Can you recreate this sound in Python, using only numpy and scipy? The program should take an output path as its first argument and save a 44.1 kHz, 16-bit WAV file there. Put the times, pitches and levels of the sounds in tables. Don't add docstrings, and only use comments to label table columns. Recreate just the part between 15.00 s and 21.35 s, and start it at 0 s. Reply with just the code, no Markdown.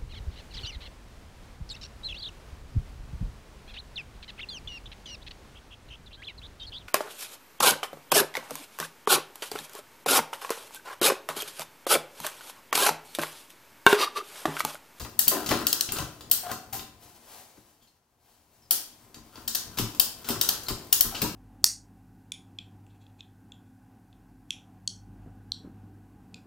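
import sys
import numpy as np
from scipy import signal
from scipy.fft import rfft, irfft
from scipy.io import wavfile

SR = 44100
rng = np.random.default_rng(int(sys.argv[2]) if len(sys.argv) > 2 else 0)


def unload_wav(signal):
    wavfile.write(
        sys.argv[1],
        SR,
        np.round(np.clip(np.atleast_2d(signal).T, -1, 1) * 32767).astype(np.int16),
    )


N = 280035
TIME = np.arange(N) / SR


def amp(db):
    return 10 ** (np.asarray(db) / 20)


def unit(x):
    return x / np.sqrt(np.mean(x ** 2))


def freqs(x):
    return np.arange(x.shape[-1] // 2 + 1) * SR / x.shape[-1]


def lookup(points, hz):
    f, value = np.transpose(points)
    return np.interp(np.log(hz + 1), np.log(f), value)


def colour(x, points):
    size = x.shape[-1]
    log_gain = np.log(amp(lookup(points, freqs(x))))
    cepstrum = irfft(log_gain, size)
    cepstrum[1:size // 2] *= 2
    cepstrum[size // 2 + 1:] = 0
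    return irfft(rfft(x) * np.exp(rfft(cepstrum)), size)


def resonate(x, modes):
    f = freqs(x)
    response = 0
    for k, (hz, width, db) in enumerate(modes):
        mode = 1j * f * width / (hz ** 2 - f ** 2 + 1j * f * width)
        response = response + (-1) ** k * amp(db) * mode
    return irfft(rfft(x) * response, x.shape[-1])


def walk(rate):
    knots = rng.standard_normal(int(N / SR * rate) + 2)
    return np.interp(TIME * rate, np.arange(len(knots)), knots)


def impacts(t, rate, scatter_db):
    hit = rng.random(len(t)) < rate / SR
    sign = rng.choice([-1, 1], len(t))
    return hit * sign * amp(scatter_db * rng.standard_normal(len(t)))


def with_level(x, db, length):
    energy = np.sum(x ** 2) + 1e-18
    return x * amp(db) * np.sqrt(length * SR / energy)


def add(track, s, x):
    i = max(int(s * SR), 0)
    track[i:i + len(x)] += x[:N - i]


def swells(rows, rise, fall):
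    each = []
    for s, length, db in rows:
        before = np.maximum(s - TIME, 0)
        after = np.maximum(TIME - s - length, 0)
        each.append(db - rise * before - fall * after)
    return amp(np.max(each, axis=0))


# (time [s], length [s], effort [dB])
HAULS = [(0, 1.48, -1.5), (4.65, 1.7, 1.5)]


def hauling_effort():
    return swells(HAULS, rise=15, fall=13)


# (frequency [Hz], width [Hz], gain [dB])
STEEL = [(1290, 170, -28), (1840, 150, -11.5), (2697, 190, -12), (3130, 190, -2.5), (3730, 680, -8.5),
         (4414, 440, -0.5), (5030, 530, -5), (5490, 240, 1), (7010, 1300, -8.5), (8630, 310, -2.5),
         (9550, 210, -5), (10330, 170, -3.5), (11640, 770, -6), (13090, 400, 3.5), (14080, 890, 4.5),
         (14890, 1200, 3.5)]
# (frequency [Hz], gain [dB])
SNAP_ALL_ROUND = [(200, -15.5), (900, -11), (1700, -6.5), (2300, -13), (3100, -4), (4700, -1.5),
                  (6500, -5.5), (8500, -4.5), (10800, -6), (13000, 0.5), (15500, 3.5)]
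# (time [s], level [dB], treble [dB], chatter length [s], room send re level [dB])
PAWL_SNAPS = [(0.1903, -14, 2, 0.0037, 5.5), (0.2796, -13.5, 3, 0.0037, 4.5), (0.6679, -13, -5, 0.0012, 3),
              (0.728, -15.5, -6, 0.0024, 2), (0.8086, -14.5, -5, 0.0017, -1.5),
              (1.3124, -14.5, 2.5, 0.0043, 6.5), (3.7081, -16.5, 1.5, 0.0034, 8),
              (4.4768, -26.5, -5, 0.0055, 6), (4.548, -25, -7, 0.0078, 3.5), (4.9968, -12, -0.5, 0.0043, 2),
              (5.4118, -17.5, -5, 0.0034, 5), (5.4883, -17, -5, 0.0037, 2), (5.9263, -12, 1.5, 0.004, 5),
              (6.0078, -10, 4, 0.0025, 1.5)]


def pawl():
    t = np.arange(4096) / SR
    bands = np.geomspace(1000, 16000, 30)
    direct, spread = np.zeros(N), np.zeros(N)
    for s, db, treble_db, length, room_db in PAWL_SNAPS:
        tooth_db = 2 * rng.standard_normal(len(bands))
        tilt = [(1000, -2), (2200, -2), (3000, 0), (6500, 0), (12500, treble_db)]
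        timbre = np.c_[bands, tooth_db + lookup(tilt, bands)]
        pressure = np.exp(-np.maximum(t - length, 0) / 0.00098) * np.exp(-t / 0.034)
        chatter = impacts(t, rate=13000, scatter_db=4.0) * pressure
        struck_steel = resonate(chatter, STEEL) + amp(-20.5) * chatter
        snap = with_level(colour(struck_steel, timbre), db, length)
        add(direct, s, snap)
        all_round = colour(colour(signal.unit_impulse(len(t)), SNAP_ALL_ROUND), timbre)
        to_walls = with_level(all_round, db + room_db, length)
        add(spread, s, to_walls + amp(room_db - 11.0) * snap)
    return direct, spread


# (time [s], level [dB], treble [dB], settling time constant [s])
ECHO_AND_CLINKS = [(0.0, -42.5, -10, 0.022), (0.2739, -29, -19, 0.0019), (0.461, -33.5, -10, 0.012),
                   (0.4899, -27, -10, 0.0053), (0.508, -30, -42, 0.016), (0.8885, -32, -31, 0.0039),
                   (0.9198, -27, 0, 0.0041), (0.966, -33.5, -19, 0.0035), (0.9854, -26, -13, 0.0014),
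                   (1.208, -42.5, -15, 0.0046), (1.515, -30.5, -6, 0.0029), (1.7268, -38, -1.5, 0.032),
                   (1.794, -37, -47, 0.0027), (2.822, -63.5, -8.5, 0.0089), (2.872, -67, -18, .008),
                   (4.1434, -43.5, -14, 0.0036), (4.3564, -47, -31, 0.0063), (4.7725, -35.5, -11, 0.012),
                   (4.7857, -26.5, -8, 0.0084), (4.948, -41.5, -7, 0.0035), (5.2437, -45, -12, 0.016),
                   (5.288, -29, -4.5, 0.009), (5.304, -28, -11, 0.0031), (5.6335, -41, 3, .0033),
                   (5.6839, -30, -8.5, 0.0095), (6.147, -39, -18, 0.03), (6.2168, -25.5, -5.5, 0.0095)]


def echo_and_links():
    t = np.arange(8192) / SR
    out = np.zeros(N)
    for s, db, treble_db, settle in ECHO_AND_CLINKS:
        dying_impacts = impacts(t, rate=2700, scatter_db=2.5) * np.exp(-t / settle)
        ringing = resonate(dying_impacts, STEEL) + amp(-13.0) * dying_impacts
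        tilt = [(150, 10.5), (900, 4.5), (4500, -0.5), (12000, treble_db)]
        add(out, s, with_level(colour(ringing, tilt), db, settle))
    return out


# (frequency [Hz], width [Hz], gain [dB])
FRAME = [(28, 13, -5.5), (54.4, 18, -2), (65.1, 11, 2), (111, 9.7, -1), (155.4, 19, -1), (200, 18, 2),
         (239, 28, 1), (292.6, 32, 5.5), (335, 33, 4), (385, 32, 3.5), (444, 45, -3), (548, 37, -0.5),
         (661, 30, -3.5), (729.5, 25, -1), (805, 14, -14.5), (986, 30, -1), (1044, 20, -3),
         (1262, 36, -3.5), (1380, 11, -16.5), (1460, 180, -10.5), (1557, 10, -14.5), (2022, 78, -11.5),
         (2050, 53, -27), (2760, 91, -14.5)]
# (time [s], level [dB], boom [dB], clank [dB], shudder time constant [s])
SEATING_KNOCKS = [(0.0, -31.5, 11.5, -4, 0.007), (.045, -41, -14, 8, 0.016), (.312, -32, -33, 0, 0.07),
                  (.347, -31, -14, 2, 0.019), (.507, -20, -10.5, 3, 0.018), (.6, -38.5, -5, 0, 0.049),
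                  (.92, -36.5, -5, -2, 0.012), (.987, -32, 12.5, 7, 0.024), (1.511, -37, -14, 19, 0.021),
                  (1.74, -46, 3, 5.5, 0.068), (2.565, -50.5, 8.5, -3, 0.01), (4.155, -50, 5, -4.5, .041),
                  (4.368, -45.5, 6, 2, 0.015), (4.786, -29, 4.5, -14, 0.03), (5.292, -26, -8, -17, 0.008),
                  (5.345, -36, 15, 7, 0.015), (5.696, -28, 10, -2.5, 0.011), (6.038, -35, 10, -0.5, 0.022),
                  (6.219, -26, -3, -17, 0.018)]


def knocks():
    t = np.arange(16384) / SR
    out = np.zeros(N)
    for s, db, boom_db, clank_db, shudder in SEATING_KNOCKS:
        envelope = (1 - np.exp(-t / 0.0018)) * np.exp(-t / shudder)
        jolts = impacts(t, rate=1300, scatter_db=5.5) * envelope
        contact = colour(jolts, [(30, -26.5), (300, -15.5), (1400, -6.5), (2500, -16.5), (8000, -28.5)])
        body = resonate(jolts, FRAME) + contact
        middle_db = -5 + 0.45 * clank_db - 0.3 * boom_db
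        weight = [(130, boom_db), (260, 0.0032), (380, 0.0023),
                  (520, middle_db), (780, middle_db), (1000, clank_db)]
        add(out, s, with_level(colour(body, weight), db, shudder))
    return out


# (time [s], length [s], nominal pitch [Hz], level [dB])
STEEL_CREAKS = [(0.05, 0.036, 1227, -49.5), (0.881, 0.0053, 3020, -41), (0.98, 0.0039, 2860, -35),
                (1.429, 0.048, 724, -39), (1.491, 0.02, 752, -32.5), (1.725, 0.024, 778, -38),
                (2.811, 0.039, 3310, -70.5), (2.87, .012, 4220, -66), (3.62, .008, 5300, -62),
                (3.648, 0.013, 5100, -65), (5.662, 0.0076, 4260, -42), (6.113, 0.033, 793, -44),
                (6.144, 0.027, 3000, -40.5), (6.239, 0.026, 970, -37.5)]


def creaks():
    t = np.arange(8192) / SR
    out = np.zeros(N)
    for s, length, hz, db in STEEL_CREAKS:
        waver = 0.04 * walk(700)[:len(t)]
        sag = 0.04 * (np.exp(-t / 0.012) - 0.5)
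        phase = 2 * np.pi * np.cumsum(hz * (1 + sag + waver)) / SR
        catch = amp(3.5 * walk(200)[:len(t)])
        grip = (1 - np.exp(-t / 0.0041)) * np.exp(-np.maximum(t - length, 0) / 0.012) * catch
        tone = np.sin(phase) + amp(-20) * np.sin(2 * phase) + amp(-24) * np.sin(3 * phase)
        slip_noise = rng.standard_normal(len(t)) * (1 + np.sin(phase))
        rasp = unit(colour(slip_noise, [(hz / 3, -14), (hz, 0), (hz * 2, -7), (hz * 6, -28)]))
        add(out, s, with_level((tone + amp(-9.5) * rasp) * grip, db, length))
    return out


# (frequency [Hz], gain [dB])
GRIND_COLOUR = [(120, -24.5), (280, -8), (450, -1.5), (570, -7.5), (800, -10.5), (1030, -3), (1180, -0.5),
                (1350, 4.5), (1650, -4.5), (2100, -21.5), (3000, -8), (6000, -16)]
# (time [s], length [s], level [dB])
WHEEL_DRAGS = [(.34, 0.086, -41.5), (.51, 0.075, -36.5), (.7, 0.11, -46), (.97, 0.028, -39),
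               (1.5, 0.021, -42.5), (4.36, 0.044, -55.5), (4.79, 0.027, -45), (5.29, 0.052, -42.5),
               (5.45, 0.082, -43), (5.69, 0.033, -49.5), (6.08, 0.21, -46.5)]


def load_wheel():
    grit = unit(colour(impacts(TIME, rate=950, scatter_db=3.0), GRIND_COLOUR))
    drag = swells(WHEEL_DRAGS, rise=217.5, fall=172.5)
    return grit * drag * amp(0.75 * walk(45))


def slack_chain(effort):
    jingle = unit(resonate(impacts(TIME, rate=190, scatter_db=6.0), STEEL))
    return jingle * amp(-65) * effort ** 1.7


def swaying_load(effort):
    shake = rng.standard_normal(N)
    body = resonate(shake, FRAME) + amp(-11) * shake
    rumble = unit(colour(body, [(30, 4.5), (70, 9.5), (110, 9.5), (160, 1.5), (300, -4.5),
                                (800, -1), (2000, -5.5), (6000, -32)]))
    return rumble * effort * amp(-55.5 + 2.05 * walk(22))


# (frequency [Hz], gain [dB])
CLOTH_COLOUR = [(100, -9.5), (700, 7.5), (2000, -2), (5000, -1.5), (9000, -5), (14000, -3), (17000, -4.5)]
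# (time [s], length [s], level [dB])
BODY_SHIFTS = [(2.06, 0.012, -56.5), (2.3, 0.078, -52.5), (2.56, .06, -63.5), (2.8, 0.034, -70),
               (3.26, 0.082, -68), (3.5, 0.16, -70.5), (3.95, 0.11, -63.5)]


def clothes(effort):
    cloth = unit(colour(impacts(TIME, rate=10000, scatter_db=2), CLOTH_COLOUR))
    sleeves = amp(-61) * effort ** 0.92
    shifting = swells(BODY_SHIFTS, rise=106, fall=74)
    return cloth * np.hypot(sleeves, shifting) * amp(2.4 * walk(30))


def delay(x, seconds):
    return irfft(rfft(x) * np.exp(-2j * np.pi * freqs(x) * seconds), len(x))


# (frequency [Hz], gain [dB])
LEFT_PORT = [(100, 3.1), (1000, 3.34), (4000, 3.7), (8000, 3), (13000, 9.8), (16000, 8.1)]
RIGHT_PORT = [(100, -3), (1000, -2.5), (4000, 1), (8000, 0.5), (13000, 3), (16000, -8.5)]


def at_ports(direct):
    lagged = delay(direct, 1.7e-5)
    return np.array([colour(direct, LEFT_PORT), colour(lagged, RIGHT_PORT)])


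def port_pair(size, alike_hz):
    mid, side = rng.standard_normal((2, size))
    likeness = 1 / (1 + (freqs(mid) / alike_hz) ** 2)
    mid, side = rfft(mid) * np.sqrt(1 + likeness), rfft(side) * np.sqrt(1 - likeness)
    return irfft(np.array([mid + side, mid - side]), size) / np.sqrt(2)


# (frequency [Hz], gain [dB])
WALL_COLOUR = [(40, 0.5), (300, 0), (1200, 0.5), (3000, -0.5), (5000, 0.5), (9000, 8.5), (14000, -1.5)]
# (frequency [Hz], time to fall 60 dB [s])
GARAGE_T60 = [(60, 0.25), (300, 0.72), (1000, 0.46), (2200, 0.51), (5500, 0.44), (9000, 0.36),
              (15000, 0.28)]


def garage(x, wet_db, build_s, lean_db):
    noise = port_pair(size=40000, alike_hz=1460)
    t = np.arange(noise.shape[1]) / SR
    centres = np.geomspace(50, 16000, 14)
    tail = 0
    for hz, share in zip(centres, np.eye(len(centres))):
        band = irfft(rfft(noise) * lookup(np.c_[centres, share], freqs(noise)))
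        decay_db = -60 * t / lookup(GARAGE_T60, hz)
        tail = tail + band * amp(lookup(WALL_COLOUR, hz) + decay_db)
    port_db = wet_db + np.array([[lean_db], [-lean_db]]) / 2
    tail = tail * (1 - np.exp(-t / build_s)) * amp(port_db)
    return signal.fftconvolve(x[None], tail, axes=1)[:, :N]


# (frequency [Hz], gain [dB])
AIR_COLOUR = [(15, -56), (25, -31), (48, -5.5), (69, -23), (86, -10.5), (173, -22), (552, -22),
              (826, -14.5), (2360, -30.5), (15500, -37.5)]


def still_air():
    return unit(colour(port_pair(size=N, alike_hz=1587), AIR_COLOUR)) * amp(-75)


def scene():
    effort = hauling_effort()
    snaps, snaps_spread = pawl()
    echo_and_chain = echo_and_links() + slack_chain(effort)
    load = knocks() + creaks() + load_wheel()
    rest = clothes(effort) + swaying_load(effort)
    ports = at_ports(snaps + echo_and_chain + load + rest)
    to_room = snaps_spread + amp(4.0) * echo_and_chain + amp(-5.5) * load + rest
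    room = garage(to_room, wet_db=-31.5, build_s=0.0011, lean_db=2.5)
    return ports + room + still_air()


def record(dry):
    rounded = 1.222 * np.tanh(dry / 1.374)
    low_pass = signal.ellip(10, 0.2, 70, 15800, fs=SR, output="sos")
    return signal.sosfilt(low_pass, rounded)


dry = scene()
out = record(dry)
unload_wav(out)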